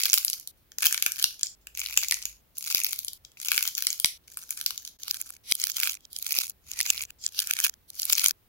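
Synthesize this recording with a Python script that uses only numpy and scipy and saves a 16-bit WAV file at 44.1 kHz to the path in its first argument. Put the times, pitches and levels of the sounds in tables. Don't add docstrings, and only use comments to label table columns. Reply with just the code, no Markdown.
import sys
import numpy as np
from scipy import signal
from scipy.fft import rfft, irfft
from scipy.io import wavfile

SR = 44100
rng = np.random.default_rng(int(sys.argv[2]) if len(sys.argv) > 2 else 0)


def transcribe(signal):
    frames = np.atleast_2d(signal).T
    limited = np.clip(frames, -1, 1)
    pcm = np.round(limited * 32767).astype(np.int16)
    wavfile.write(sys.argv[1], SR, pcm)


N = 373968

# time_s, mid_level_db, low_above_mid_db, top_above_mid_db
LOUD_CRACKS = [(0.023, -30.5, -4.5, -1.5), (0.035, -19.5, -13, -1), (0.055, -19, -7, 1.5),
               (0.0986, -20, -31, -22), (0.131, -11, -10, -6.5), (0.1395, -17, -11, 8.5),
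               (.176, -20.5, -8, -1.5), (0.1817, -21.5, -24, 3.5), (0.248, -29.5, -14, 14.5),
               (0.2806, -21.5, -16, -7), (0.2993, -29.5, -26, 7.5), (.331, -23, -29, -4.5),
               (0.337, -35.5, -14.5, 9.5), (0.3978, -44, -41, 7.5), (0.474, -35.5, -37, 6),
               (0.7181, -44, -8.5, -3.5), (0.7842, -27, -14, 2.5), (0.822, -32, 2.5, 8.5),
               (0.8544, -23, 2.5, 7.5), (0.86, -20, -6.5, 5.5), (0.8667, -14, -10.5, 1.5),
               (0.9251, -22, -7.5, 3), (0.9439, -24.5, -1.5, 1.5), (0.9768, -24.5, -5.5, -3),
               (1.024, -19.5, -4.5, 3.5), (1.0624, -20, 1, 3), (1.1193, -29.5, -16, 5.5),
               (1.196, -28, -40, -2.5), (1.2255, -22.5, -18.5, 3), (1.241, -11, -25, -5.5),
               (1.394, -40, -25, -9), (1.4102, -37.5, -10, -2), (1.4314, -15, -28.5, -20.5),
               (1.4686, -29.5, -39, -19), (1.67, -40.5, 1.5, 0.5), (1.75, -36.5, -5.5, -7),
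               (1.7734, -35, -1.5, 6.5), (1.7935, -28, -24.5, -2), (1.8015, -32, -6.5, 3.5),
               (1.8153, -31.5, 3.5, -6.5), (1.852, -36, -8.5, -4), (1.8604, -25.5, -18.5, -7),
               (1.9035, -48.5, 0.5, 7), (1.974, -10, -7, -4), (2.0335, -22.5, -16, -6),
               (2.084, -24, -35, -1), (2.1104, -20, -7.5, 1.5), (2.122, -21, -2, 0),
               (2.1421, -24, -9.5, -4.5), (2.225, -32, -32, -12), (2.254, -23.5, -9, -2.5),
               (2.582, -35.5, -21.5, 10.5), (2.716, -31, -24, 1), (2.747, -15.5, -10, 0),
               (2.781, -28, -4.5, 0), (2.801, -41, -6, 15.5), (2.8153, -32, 3, -10), (2.8355, -30, -19, 7),
               (2.8451, -22, -6, 4.5), (2.865, -29.5, 0, 4), (2.925, -33, -16.5, 0),
               (2.9299, -26.5, -10, 4), (2.9893, -29.5, -21, 6), (3.047, -38.5, -25, 11.5),
               (3.0821, -27.5, -43, -1.5), (3.1321, -40, -37, 6.5), (3.249, -40, -19.5, -7.5),
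               (3.317, -54, -14, -5), (3.371, -57.5, 13, -11.5), (3.4, -35, -10, -4.5),
               (3.4482, -33, -67, 2.5), (3.4843, -23, -2.5, -1), (3.517, -22.5, 4, 5),
               (3.5423, -32, 1.5, 2.5), (3.5778, -19.5, 1.5, 1.5), (3.59, -32, -4.5, 5.5),
               (3.6259, -24.5, -5.5, 6), (3.6517, -31.5, -5, -5), (3.6755, -21.5, -18, -0.5),
               (3.7508, -25.5, -42, -7), (3.7792, -26, -5.5, 3), (3.8228, -25, -11.5, 3),
               (3.8686, -16.5, -12, -1), (3.9033, -21.5, -14, -8), (3.928, -28, -16.5, 3),
               (3.999, -28.5, -29, 7.5), (4.045, -11.5, -10.5, -4), (4.058, -25.5, -18, 7.5),
               (4.2791, -47, -5, -1), (4.3715, -41, 1, 14), (4.5063, -31.5, -8, 9.5),
               (4.5742, -37.5, -7, 6), (4.612, -30.5, -13, 4), (4.6619, -17, -14, -2),
               (4.706, -28, -10, -1.5), (4.777, -28.5, -21.5, -5), (4.85, -34, -34, -3),
               (4.8754, -34.5, -23, -3), (8.244, -21.5, -7, 9), (8.2628, -10.5, -13, -3.5),
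               (8.2736, -26, -12, 4), (8.2857, -21, -21, 8), (8.2954, -29, -5, -12),
               (8.311, -21.5, -14, -3)]
# pitch_hz, width_hz, level_db
GLAZE_RINGS = [(1000, 1180, -21.5), (2400, 690, 10), (4650, 2480, 0.5), (6544, 1610, 2.5),
               (11180, 5450, -1.5), (13950, 8600, -8)]
# from_hz, to_hz
BANDS_HZ = [(500, 2800), (2800, 8500), (8500, 17000)]
# crinkle_start_s, hollow_pitch_hz, hollow_ring_db,
# upper_ring_db, left_above_right_db, hardest_crinkle_low_above_mid_db
SQUEEZES = [(8.318, 1540, 1, -5.5, -0.5, -1.5), (.78, 1685, 6.5, 1, 1.5, 0),
            (1.745, 1620, -6, -3.5, 1.5, 4.5), (2.55, 1446, -4, -7.5, 2.5, -2.5),
            (3.37, 1534, 1, 4.5, 2, -4), (4.275, 1610, 5.5, -2, 0.5, -1)]
CUTS_S = [.513, 1.552, 2.412, 3.178, 4.177, 4.98]
# peak_time_s, level_db, rise_db_per_s, fall_db_per_s
THUMB_PUSHES = [(8.299, -22.5, 900, 54), (0.021, -29.5, 101, 63), (.83, -24.5, 610, 119),
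                (1.281, -35, 26, 337), (1.469, -40.5, 200, 330), (1.77, -48, 301, 17),
                (2.05, -34.5, 21, 69), (2.741, -28, 91, 64), (3.571, -28, 81, 71.5), (3.8, -35.5, 24, 63),
                (4.522, -42, 44, 27)]
FAINT_RETURNS_S = [.14, .249, .398, .474, .824, .868, .977, 1.026, 1.242, 2.084, 2.255, 3.518, 4.373, 4.851]
# time_s, peak_db
OVERLOAD_THUMPS = [(.1405, -37.5), (1.0635, -52.5), (1.9758, -40.5), (2.7484, -26.5), (4.0472, -22.5)]
# low_s, mid_s, top_s
ROOM_DECAY_S = [0.23, 0.24, 0.21]
# pitch_hz, relative_level_db
HISS_SHAPE = [(20, -14), (70, 0), (500, -10), (1100, -15), (3500, -18.5), (8300, -25), (15500, -13)]
# time_s, pitch_hz, level_db
HUM_PATH = [(1.52, 47, -72), (1.73, 55, -63), (2.09, 55, -63), (2.19, 50, -65), (2.36, 53, -61),
            (2.42, 53, -80)]

TURN_S, BACKWARD_SPEED = 4.988, 1.5
MIRROR_S = 8.2203
SNAP_RISE_S = 0.0007
LET_GO_S = .08


def glaze_snaps(hollow_hz, hollow_db, upper_db, size=512):
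    count = len(hollow_hz)
    t = np.arange(size) / SR - 2 * SNAP_RISE_S
    rise = from_db(-4.5 + 11991 * t)
    snap = from_db(-60 * t / 0.002)
    crumbling = from_db(-7 - 60 * t / 0.011)
    envelope = np.where(t < 0, rise, snap + crumbling)
    noise = rng.standard_normal((count, 3, size)) * envelope
    noise[:, :, np.argmax(envelope)] = from_db(7.5) * np.sign(noise[:, :1, 0])
    shared, right_lag_samples = 0.25, 5.48
    sides = np.sqrt(shared) * noise[:, :1] + np.sqrt(1 - shared) * noise[:, 1:]
    sides[:, 1] = filtered(sides[:, 1], lambda hz: np.exp(-2j * np.pi * hz * right_lag_samples / SR))
    chance = rng.standard_normal((count, 1 + len(GLAZE_RINGS)))
    detune, flake_db = np.exp(0.05 * chance[:, :1, None]), 6 * chance[:, 1:]
    bands = np.array([filtered(sides, lambda hz: glaze_tone(hz * detune, low, high, flake_db))
                      for low, high in BANDS_HZ])
    hollow_ring = lambda hz: ring(hz * detune, hollow_hz[:, None, None], 600, hollow_db[:, None, None])
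    upper_ring = lambda hz: ring(hz * detune, 3114, 380, upper_db[:, None, None])
    bands[0] -= filtered(sides, hollow_ring)
    bands[1] -= filtered(sides, upper_ring)
    power = np.mean(bands ** 2, axis=(2, 3), keepdims=True) * size / (.003 * SR)
    return bands / np.sqrt(power)


def glaze_tone(hz, low_hz, high_hz, flake_db):
    return sum((-1) ** k * ring(hz, pitch, width, db + flake_db[:, k, None, None])
               for k, (pitch, width, db) in enumerate(GLAZE_RINGS) if low_hz <= pitch < high_hz)


def ring(hz, pitch_hz, width_hz, db):
    return from_db(db) / (1 + 1j * (hz / pitch_hz - pitch_hz / hz) * pitch_hz / width_hz) ** 2


def cracks_and_crinkles(starts, cuts, crinkle_low_db, count=420):
    loud = np.array(LOUD_CRACKS, float)
    loud[:, 0] = clay_time(loud[:, 0])
    chance = rng.random((count, 2))
    earliest = clay_time(N / SR)
    at = earliest + (cuts[-1] - earliest) * chance[:, 0]
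    squeeze = np.searchsorted(cuts[:-1], at)
    push_db = thumb_pressure(at)
    scatter_db = 9.5 * np.tanh(0.5 * np.log(1 - chance[:, 1]) / 9.5)
    low_db = crinkle_low_db[squeeze] + 0.37 * (push_db - push_db.max())
    top_db = np.full(count, 2.5)
    crinkles = np.column_stack([at, push_db + scatter_db, low_db, top_db])
    resting = (push_db < -62) | (at < starts[squeeze]) | (cuts[squeeze] - at < LET_GO_S)
    crinkles[resting, 1] = -np.inf
    return np.vstack([loud, crinkles])


def thumb_pressure(at):
    peak_s, db, rise, fall = np.transpose(THUMB_PUSHES)
    since = at[:, None] - clay_time(peak_s)
    return np.max(db + np.where(since < 0, since * rise, -since * fall), axis=1)


def cracks_in_room(snaps, at, mid_db, low_db, top_db, pan_db, speed):
    heard = (at > 0) & (at < N / SR - .02)
    index = ((at[heard] - SNAP_RISE_S) * SR).astype(int).clip(0)[:, None] + np.arange(snaps.shape[-1])
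    t = np.arange(SR // 2) / SR
    echo_gap_s, echo_db = .005, -10.5
    sound = np.zeros((2, N))
    for band, db, decay_s in zip(snaps, (mid_db + low_db, mid_db, mid_db + top_db), ROOM_DECAY_S):
        direct = np.zeros((2, N))
        for side, lean in enumerate((.5, -.5)):
            scaled = band[heard, side] * from_db(db + lean * pan_db)[heard, None]
            direct[side] = np.bincount(index.ravel(), scaled.ravel(), N)
        echo = rng.standard_normal((2, 2, len(t))) * from_db(-60 * t * speed / decay_s) * (t > echo_gap_s)
        echo *= from_db(echo_db) / np.sqrt(speed * np.sum(echo ** 2) / 2)
        sound += direct + signal.oaconvolve(direct[None], echo, axes=2).sum(axis=1)[:, :N]
    return sound


def glaze_fizz(time, starts, cuts, step=64):
    at = time[::step]
    squeeze = np.searchsorted(cuts[:-1], at)
    grain_db = 4 * rng.standard_normal(len(at))
    pressing = (at > starts[squeeze]) & (cuts[squeeze] - at > LET_GO_S / 2)
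    level = from_db(thumb_pressure(at) - 12 + grain_db) * pressing
    tone = lambda hz: np.abs(glaze_tone(hz, BANDS_HZ[1][0], SR, np.zeros((1, len(GLAZE_RINGS))))[0])
    return unit_level(filtered(rng.standard_normal((2, N)), tone)) * np.repeat(level, step)[:N]


def overload_thumps(time, width_s=0.00012):
    speed = np.abs(np.gradient(time)) * SR
    pulses = sum(from_db(db) * np.exp(-((time - at) / speed / width_s) ** 2 / 2)
                 for at, db in OVERLOAD_THUMPS)
    side_db = np.array([[2.5], [-2.5]])
    return pulses * from_db(np.where(np.arange(N) > TURN_S * SR, -4 - side_db, side_db))


def room_hiss(level_db=-63.5):
    pitch_hz, db = np.transpose(HISS_SHAPE)
    common, own = rng.standard_normal(N), rng.standard_normal((2, N))
    share = lambda hz: .5 / (1 + (hz / 550) ** 4)
    noise = filtered(common, lambda hz: np.sqrt(share(hz)))
    noise = noise + filtered(own, lambda hz: np.sqrt(1 - share(hz)))
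    tone = lambda hz: from_db(np.interp(np.log(hz), np.log(pitch_hz), db))
    return from_db(level_db) * unit_level(filtered(noise, tone))


def rumble_and_hum(time, pitch_hz=62, width_hz=79, rumble_db=-70.5):
    common, own = rng.standard_normal(N), rng.standard_normal((2, N))
    rumble = filtered(common + .5 * own, lambda hz: 1 / (1 + (2 * (hz - pitch_hz) / width_hz) ** 2))
    hum_s, hum_hz, hum_db = np.transpose(HUM_PATH)
    hum_level = from_db(np.interp(time, hum_s, hum_db, -np.inf, -np.inf))
    hum = np.sqrt(2) * np.sin(2 * np.pi * np.cumsum(np.interp(time, hum_s, hum_hz)) / SR)
    turned = np.arange(N) > TURN_S * SR
    rumble_level = np.hypot(from_db(rumble_db), hum_level * turned)
    return unit_level(rumble) * rumble_level + hum * hum_level * ~turned


def clay_time(heard_s):
    return np.where(heard_s > TURN_S, (MIRROR_S - heard_s) * BACKWARD_SPEED, heard_s)


def from_db(db):
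    return 10 ** (np.asarray(db) / 20)


def filtered(x, gain):
    size = x.shape[-1]
    return irfft(rfft(x) * gain(np.arange(size // 2 + 1) * SR / size + 1e-9), size)


def unit_level(x):
    return x / np.sqrt(np.mean(x ** 2, axis=-1, keepdims=True))


def scene():
    cuts = np.array(CUTS_S)
    starts, hollow_hz, hollow_db, upper_db, pan_db, crinkle_low_db = np.transpose(SQUEEZES)
    starts = clay_time(starts)
    at, mid_db, low_db, top_db = cracks_and_crinkles(starts, cuts, crinkle_low_db).T
    squeeze = np.searchsorted(cuts[:-1], at)
    snaps = glaze_snaps(hollow_hz[squeeze], hollow_db[squeeze], upper_db[squeeze])
    pan_db = pan_db[squeeze] + 2 * rng.standard_normal(len(at))
    forward = cracks_in_room(snaps, at, mid_db, low_db, top_db, pan_db, speed=0.84)
    faint = np.abs(at[:, None] - FAINT_RETURNS_S).min(axis=1) < .003
    fast_db = mid_db + np.where(faint, -5.5, -2)
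    fast_at = N / SR - MIRROR_S + at / BACKWARD_SPEED
    fast = cracks_in_room(snaps, fast_at, fast_db, low_db, top_db, pan_db, speed=BACKWARD_SPEED)
    t = np.arange(N) / SR
    time = clay_time(t)
    cracks = np.where(t > TURN_S, fast[::-1, ::-1], forward)
    chopped = sum((time > cut) & (time < cut + .06) for cut in cuts[:-1])
    clay = cracks * (1 - chopped) + glaze_fizz(time, starts, cuts)
    fade = np.where(t > TURN_S, 1, from_db(np.interp(t, (4.966, 4.98), (0, -26))))
    return (clay + overload_thumps(time) + room_hiss() + rumble_and_hum(time)) * fade


def record(dry):
    clipped = np.clip(dry + 0.028 * dry ** 2, -.95, .95)
    return signal.sosfilt(signal.ellip(10, .2, 70, 15900, fs=SR, output="sos"), clipped)


dry = scene()
out = record(dry)
transcribe(out)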